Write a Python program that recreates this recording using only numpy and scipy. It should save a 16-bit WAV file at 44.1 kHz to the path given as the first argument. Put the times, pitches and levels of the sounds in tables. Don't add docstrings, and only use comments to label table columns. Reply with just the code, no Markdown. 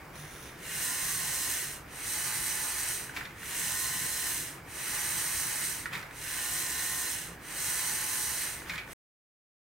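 import sys
import numpy as np
from scipy import signal
from scipy.fft import rfft, irfft, next_fast_len
from scipy.io import wavfile
from scipy.ndimage import uniform_filter1d, map_coordinates

SR = 44100
rng = np.random.default_rng(int(sys.argv[2]) if len(sys.argv) > 2 else 0)


def level_to_linear(level):
    exponent = np.asarray(level, float) / 20
    return 10 ** exponent


def to_wav(sig):
    pcm = np.clip(np.atleast_2d(sig), -1, 1) * 32767
    pcm = np.round(pcm).astype(np.int16)
    wavfile.write(sys.argv[1], SR, pcm.T)


N = 430857
T = np.arange(N) / SR

# (start [s], length [s], hiss [dB], whine [dB])
OUT_STROKES = [
    (.555, 1.296, -35.5, -2),
    (3.33, 1.295, -35.5, -1),
    (6.085, 1.304, -36, -1),
    (8.85, 1.15, -35.5, -1),
]
BACK_STROKES = [
    (1.86, 1.317, -35.5, -3),
    (4.635, 1.297, -35, -3),
    (7.385, 1.313, -35.5, -2.5),
]
# (frequency [Hz], width [Hz], level [dB])
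OUT_BODY = [(1530, 38, -3.5), (1840, 440, -3), (2800, 200, -6), (4070, 220, -5.5), (5030, 90, -11),
            (6050, 40, -9.5), (6460, 56, -5.5), (8100, 150, -2), (8770, 350, -0.5), (8840, 45, -2.5),
            (9260, 180, -6.5), (10370, 80, -4), (11420, 190, -22), (12720, 90, -8), (14700, 70, -2)]
BACK_BODY = [(1486, 52, -4.5), (1800, 220, -9), (2995, 100, -6.5), (4040, 260, -4.5), (5960, 80, -8.5),
             (6660, 150, -7.5), (8190, 120, -5), (8640, 390, 0.5), (8600, 45, 0.5), (8830, 200, 0),
             (10500, 80, -17), (11600, 250, -19.5), (13300, 80, -4.5), (14500, 70, -7)]
CARRIAGE_BODY = [(3750, 400, -14), (5850, 500, -14), (9900, 900, -14)]
# (frequency [Hz], level [dB per Hz])
OUT_COLOUR = [(300, -44), (500, -27.5), (900, -37.5), (1300, -20.5), (1900, -12.5), (2500, -10),
              (3500, -11), (4700, -11.5), (6000, -4.5), (7300, -6.5), (8800, -5), (10500, -7.5),
              (12500, -7.5), (15800, -11)]
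BACK_COLOUR = [(300, -46), (500, -26.5), (900, -15.5), (1300, -15), (1900, -5.5), (2500, -10.5),
               (3500, -14), (4700, -9.5), (6000, -3), (7300, -6), (8800, -1.5), (10500, -5), (12500, -6.5),
               (15800, -9)]
CARRIAGE_COLOUR = [(300, -35), (600, -12), (1700, 0), (2500, -5), (3600, -9), (4800, -19), (5900, -10),
                   (7800, -22), (9700, -11), (12600, -24), (14000, -16), (15800, -18)]
NUDGE_COLOUR = [(300, -35), (600, -10.5), (1700, -0.5), (2500, -6.5), (3600, -11.5), (7500, -14.5),
                (9700, -15.5), (13000, -15.5), (15800, -18)]
# (multiple of shaft speed [1], level [dB])
OUT_ORDERS = [(12, -58), (14, -57.5), (16, -62), (17, -48.5), (18, -54), (20, -60), (24, -52), (26, -55),
              (29, -54), (30, -44.5), (32, -49), (34, -59), (36, -63), (37, -64), (41, -65), (44, -60),
              (47, -63)]
BACK_ORDERS = [(14, -50.5), (16, -56), (17, -53), (18, -54.5), (20, -54.5), (22, -64.5), (23, -66.5),
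               (24, -52), (26, -52.5), (28, -69.5), (29, -47), (30, -61), (31, -66), (33, -49.5),
               (38, -63.5)]
# (multiple of tooth contact rate [1], level [dB])
MESH_ORDERS = [(2, -65), (3, -58), (4, -54.5), (5, -63.5), (6, -67)]
# (frequency [Hz], level [dB])
PANEL_MODES = [(735, 0), (780, 5), (855, 0), (900, -9), (960, 0), (1040, 0), (1095, -1.5), (1165, 3),
               (1220, 0)]
# (period [s], crest after start [s], speed change [turns/s])
OUT_RIPPLE = [(.29, .51, .55)]
BACK_RIPPLE = [(.356, .615, .5), (.178, .615, .35)]
# (time [s], half width [s], speed change [turns/s])
SURGES = [
    (.86, .09, -1.4),
    (1.14, .06, 3.6),
    (1.56, .06, -1.2),
    (3.65, .07, -.8),
    (5.0, .07, -.8),
    (5.345, .065, 3.6),
    (6.42, .04, -1),
]
# (time [s], half width [s], hiss change [dB])
BRUSH_LOAD = [
    (1.25, 0.15, 1.1),
    (3.68, .08, -1.5),
    (4.29, .07, -0.2),
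    (4.88, .05, 0.6),
    (5.1, .1, -.8),
    (6.4, 0.053, -1),
    (7.72, 0.033, -0.5),
]
# (start [s], powered time [s], hiss [dB], growl [dB])
CARRIAGE_RUNS = [
    (.13, 0.36, -53.5, -55),
    (3.125, 0.074, -51, -44.5),
    (5.905, .07, -51, -42.5),
    (8.655, 0.094, -51, -44.5),
]
# (time [s], peak [dB], ring [Hz], treble over peak [dB])
CLICKS = [(0.1558, -39, 1830, -6), (0.4936, -43, 2300, -16), (3.095, -36, 1620, -17),
          (3.1650, -27, 2350, -18), (3.2087, -33, 1600, -16), (3.2535, -33.5, 2160, -25),
          (3.4304, -36.5, 1770, -12), (5.932, -29, 2440, -19), (5.951, -31, 2230, -15),
          (5.996, -40, 1840, -16), (6.0285, -35, 1870, -27), (6.11, -38, 1730, -12),
          (8.6202, -39, 1570, -13), (8.696, -27, 2180, -20), (8.7362, -34, 1800, -18),
          (8.7575, -32.5, 2105, -18.5), (8.7797, -29.5, 2460, -22.5), (8.877, -39.5, 1674, -11)]
# (time [s], peak [dB], ring [Hz], treble over peak [dB])
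STOP_HITS = [
    (5.8574, -26.5, 1750, -24),
    (5.8622, -31, 1600, -24),
]
# (time [s], half width [s], rms level [dB])
THUMPS = [
    (.225, .03, -46),
    (8.725, 0.023, -48.5),
]
# (time [s], half width [s], extra level [dB])
JOLTS = [
    (.42, .04, 6),
    (1.17, 0.11, 6.5),
    (3.22, 0.087, 5),
    (3.93, 0.047, 5.5),
    (6.0, 0.044, 5.5),
    (8.72, .04, 8.5),
]
# (frequency [Hz], time to fall 60 dB [s])
ECHO = [(500, 0.18), (2000, 0.35), (10000, 0.062)]
# (frequency [Hz], level [dB per Hz])
RUMBLE_COLOUR = [(15, -31), (25, -12), (45, -5.5), (56, -6.5), (66, 3.5), (79, -11.5), (100, -4.5),
                 (125, -4.5), (200, -16.5), (300, -8), (500, -15), (800, -33)]
ROOM_COLOUR = [(120, -29), (200, -8), (763, -6), (899, -5), (968, -5.5), (1620, -6), (2290, -7),
               (2510, -12.5), (4350, -27.5), (4600, -20), (6880, -30), (10300, -34), (16000, -23)]
# (frequency [Hz], left-right likeness [0-1])
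ALIKE = [(15, .999), (30, 0.97), (60, 1), (130, 0.99), (290, 0.88), (640, 0.68), (1400, 0.76), (3100, .57),
         (6800, 0.64), (14000, 0.49), (15800, .3)]
# (frequency [Hz], left minus right [dB])
LEAN = [(100, -0.5), (380, 0.9), (1290, -1.5), (3500, 0), (6000, -3), (10000, -3.5), (15000, 1.5)]
# (frequency [Hz], left lead [rad])
LEAD = [(2300, .15), (5000, -0.74), (8500, .4), (11000, 0.61), (14600, 1.1)]


def stroke(rows, body, colour, orders, ripple, growl_db, mesh_db, strained=1):
    hiss_power, growl_power, whine_power = 1.44, 0.75, 3.8
    hiss = growl = sing = 0
    for start, length, level_db, whine_db in rows:
        speed = pace(start, length)
        hiss = hiss + level_to_linear(level_db) * np.minimum(1.11 * speed, 1) ** hiss_power
        strain = bumps([(start + .19, 0.077, 4.5), (start + length - 0.23, 0.077, 2.1)])
        growl = growl + level_to_linear(level_db + growl_db + strained * strain) * speed ** growl_power
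        sing = sing + level_to_linear(whine_db) * pace(start, length - .06) ** whine_power
    noise = geared(level_to_linear(bumps(BRUSH_LOAD)) * hiss, growl, body, colour, patchy_db=0.65, grain_db=1.0)
    return noise + whine(shaft(rows, ripple), sing, orders, mesh_db)


def geared(hiss_gain, growl_gain, body, colour, patchy_db, grain_db):
    panel_knots = rng.standard_normal(SR // 90)

    def housing(hz):
        power = level_to_linear(2 * along(colour, hz))
        for centre, width, db in body:
            power = power + level_to_linear(2 * db) / (1 + (2 * (hz - centre) / width) ** 2)
        return np.sqrt(power) * level_to_linear(1.8 * map_coordinates(panel_knots, [hz / 45]))

    noise = rush(housing, patchy_db, grain_db)
    growl = filtered(noise, lambda hz: 1 / (1 + (hz / 3500) ** 8))
    flutter_db = .7 * wobble(7) + .6 * wobble(25)
    hiss = hiss_gain * level_to_linear(2.5 + flutter_db) * unit(noise - growl)
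    return hiss + growl_gain * level_to_linear(0.66 * wobble(12)) * unit(growl)


def whine(speed, sing, orders, mesh_db):
    mesh = 16.74
    turns = np.cumsum(speed + .15 * wobble(8) + .08 * wobble(40)) / SR
    slip = np.cumsum(.5 * wobble(45)) / SR
    on = np.flatnonzero(sing)
    lines = [(k * turns, db + along(PANEL_MODES, k * speed[on])) for k, db in orders]
    lines += [(k * mesh * (turns + slip), db + mesh_db) for k, db in MESH_ORDERS]
    out = np.zeros((2, N))
    for cycles, db in lines:
        swell_db = (1.3 * wobble(9) + 1.8 * wobble(25))[on]
        skew = rng.normal(0, 0.44) + .4 * wobble(6.6)[on]
        phase = 2 * np.pi * (cycles[on] + rng.random()) + np.outer([.5, -.5], skew)
        out[:, on] += level_to_linear(db + swell_db) * np.sin(phase)
    return sing * out


def shaft(rows, ripple):
    full_speed, speed_power = 60.9, .4
    speed = bumps(SURGES)
    for start, length, *_ in rows:
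        rock = 0
        for period, crest, size in ripple:
            rock = rock + size * np.cos(2 * np.pi * (T - start - crest) / period)
        drive = np.minimum(1.22 * pace(start, length), 1)
        speed = speed + drive ** speed_power * (full_speed + rock)
    return speed


def pace(start, length):
    spin_up_s, spin_down_s = .31, .3
    return np.clip(np.minimum((T - start) / spin_up_s, (start + length - T) / spin_down_s), 0, 1)


def carriage(rows, body, colour):
    kick_s, coast_db_per_s = 0.031, 120.5

    def run(start, powered, rise_db):
        rise = -rise_db * np.clip(1 - (T - start) / kick_s, 0, 1)
        coast = -coast_db_per_s * np.maximum(T - start - powered, 0)
        return (T >= start) * level_to_linear(rise + coast)

    hiss = sum(level_to_linear(db) * run(start, powered, 13.5) for start, powered, db, _ in rows)
    growl = sum(level_to_linear(db) * run(start, powered, 6.5) for start, powered, _, db in rows)
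    return geared(hiss, growl, body, colour, patchy_db=0.5, grain_db=2.0)


def clicks():
    stop_t60 = 0.016
    out = np.zeros(N)
    hits = [(*row, max(.055 + 0.01 * (row[1] + 33), stop_t60)) for row in CLICKS]
    hits += [(*row, stop_t60) for row in STOP_HITS]
    for start, db, hz, treble_db, t60 in hits:
        sound = level_to_linear(db) * knock(hz, treble_db, t60)
        out[round(start * SR):][:len(sound)] += sound
    return out


def knock(hz, treble_db, t60):
    t = np.arange(SR // 8) / SR
    rattle = rng.standard_normal(len(t)) * level_to_linear(-60 * t / t60)
    rattle[0] = 6.5
    upper = .7 * np.clip((hz - 1550) / (2300 - 1550), .1, 1)
    panel = level_to_linear(-60 * t / .0045) * np.sin(2 * np.pi * hz * t)
    panel += upper * level_to_linear(-60 * t / .002) * np.sin(2 * np.pi * 3500 * t)
    no_bass = signal.butter(3, 1050, 'hp', fs=SR, output='sos')
    ring = signal.sosfilt(no_bass, signal.fftconvolve(rattle, panel)[:len(t)])
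    crack = level_to_linear(treble_db - 3.5 - 60 * t / t60) * np.diff(rng.standard_normal(len(t) + 1))
    thud = level_to_linear(-26.5 - 60 * t / .08) * np.sin(2 * np.pi * 160 * t) * (1 - np.exp(-t / .006))
    return level_to_linear(2.5) * ring / abs(ring).max() + crack + thud


def thumps():
    push = bumps([(time, width, level_to_linear(db + 3)) for time, width, db in THUMPS])
    return push * np.sin(2 * np.pi * 149 * T)


def echo(x):
    hz, t, z = signal.stft(rng.standard_normal((2, SR // 3)), SR, nperseg=256)
    fade = level_to_linear(-60 * t / along(ECHO, hz)[:, None])
    tail = signal.istft(z * fade, SR, nperseg=256)[1]
    return signal.fftconvolve(x[None], tail / np.linalg.norm(tail[0]), axes=1)[:, :N]


def room():
    rumble = rush(lambda hz: level_to_linear(along(RUMBLE_COLOUR, hz)), patchy_db=1.2)
    throb = rush(lambda hz: 1 / (1 + (2 * (hz - 155) / 70) ** 2), patchy_db=-0.7)
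    hiss = rush(lambda hz: level_to_linear(along(ROOM_COLOUR, hz)), patchy_db=1.56)
    throb_db = -58.5 + 2.5 * wobble(9) + bumps(JOLTS)
    return level_to_linear(-52.0) * rumble + level_to_linear(throb_db) * throb + level_to_linear(-50) * hiss


def rush(gain, patchy_db, grain_db=0.):
    contacts = rng.standard_normal((2, N)) * level_to_linear(grain_db * wobble(900))
    z = signal.stft(contacts, nperseg=512)[2]
    field = uniform_filter1d(rng.standard_normal(z.shape[1:]), size=5, axis=0)
    field = uniform_filter1d(field, size=10, axis=1)
    pair = signal.istft(z * level_to_linear(patchy_db * unit(field)), nperseg=512)[1][:, :N]

    def mid_side(hz):
        angle = np.arccos(np.clip(along(ALIKE, hz), 0, 1)) / 2
        return gain(hz) * np.array([np.cos(angle), np.sin(angle)])

    mid, side = filtered(pair, mid_side)
    return unit(np.array([mid + side, mid - side]))


def filtered(x, response):
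    m = next_fast_len(N + 8192)
    return irfft(rfft(x, m) * response(np.fft.rfftfreq(m, 1 / SR)), m)[..., :N]


def bumps(rows):
    return sum(size * np.exp(-.5 * ((T - time) / width) ** 2) for time, width, size in rows)


def wobble(rate):
    return map_coordinates(rng.standard_normal(int(N * rate / SR) + 4), [T * rate])


def along(points, hz):
    f, v = np.transpose(points)
    return np.interp(np.log(hz + 1), np.log(f + 1), v)


def unit(x):
    return x / np.sqrt(np.mean(x ** 2) + 1e-20)


def scene():
    out = stroke(OUT_STROKES, OUT_BODY, OUT_COLOUR, OUT_ORDERS, OUT_RIPPLE, growl_db=-7.5, mesh_db=6.0)
    back = stroke(BACK_STROKES, BACK_BODY, BACK_COLOUR, BACK_ORDERS, BACK_RIPPLE,
                  growl_db=-6.5, mesh_db=2.0, strained=0.28)
    long_run = carriage(CARRIAGE_RUNS[:1], CARRIAGE_BODY, CARRIAGE_COLOUR)
    nudges = carriage(CARRIAGE_RUNS[1:], [], NUDGE_COLOUR)
    knocks = clicks()
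    machine = out + back + long_run + nudges + knocks
    return machine + level_to_linear(-5.5) * echo(knocks) + thumps() + room()


def roll_off(x):
    return signal.sosfilt(signal.butter(12, 16640, fs=SR, output="sos"), x)


def record(dry):
    top_hz, cut_s = 15800, 8.9342

    def ports(hz):
        balance = np.log(level_to_linear(along(LEAN, hz)))
        lead = along([(20, 0)] + LEAD, hz)
        return np.exp(np.outer([.5, -.5], balance + 1j * lead)) * (hz < top_hz)

    mix = filtered(dry, ports) * np.clip((cut_s - T) / .0012, 0, 1)
    return roll_off(mix)


dry = scene()
out = record(dry)
to_wav(out)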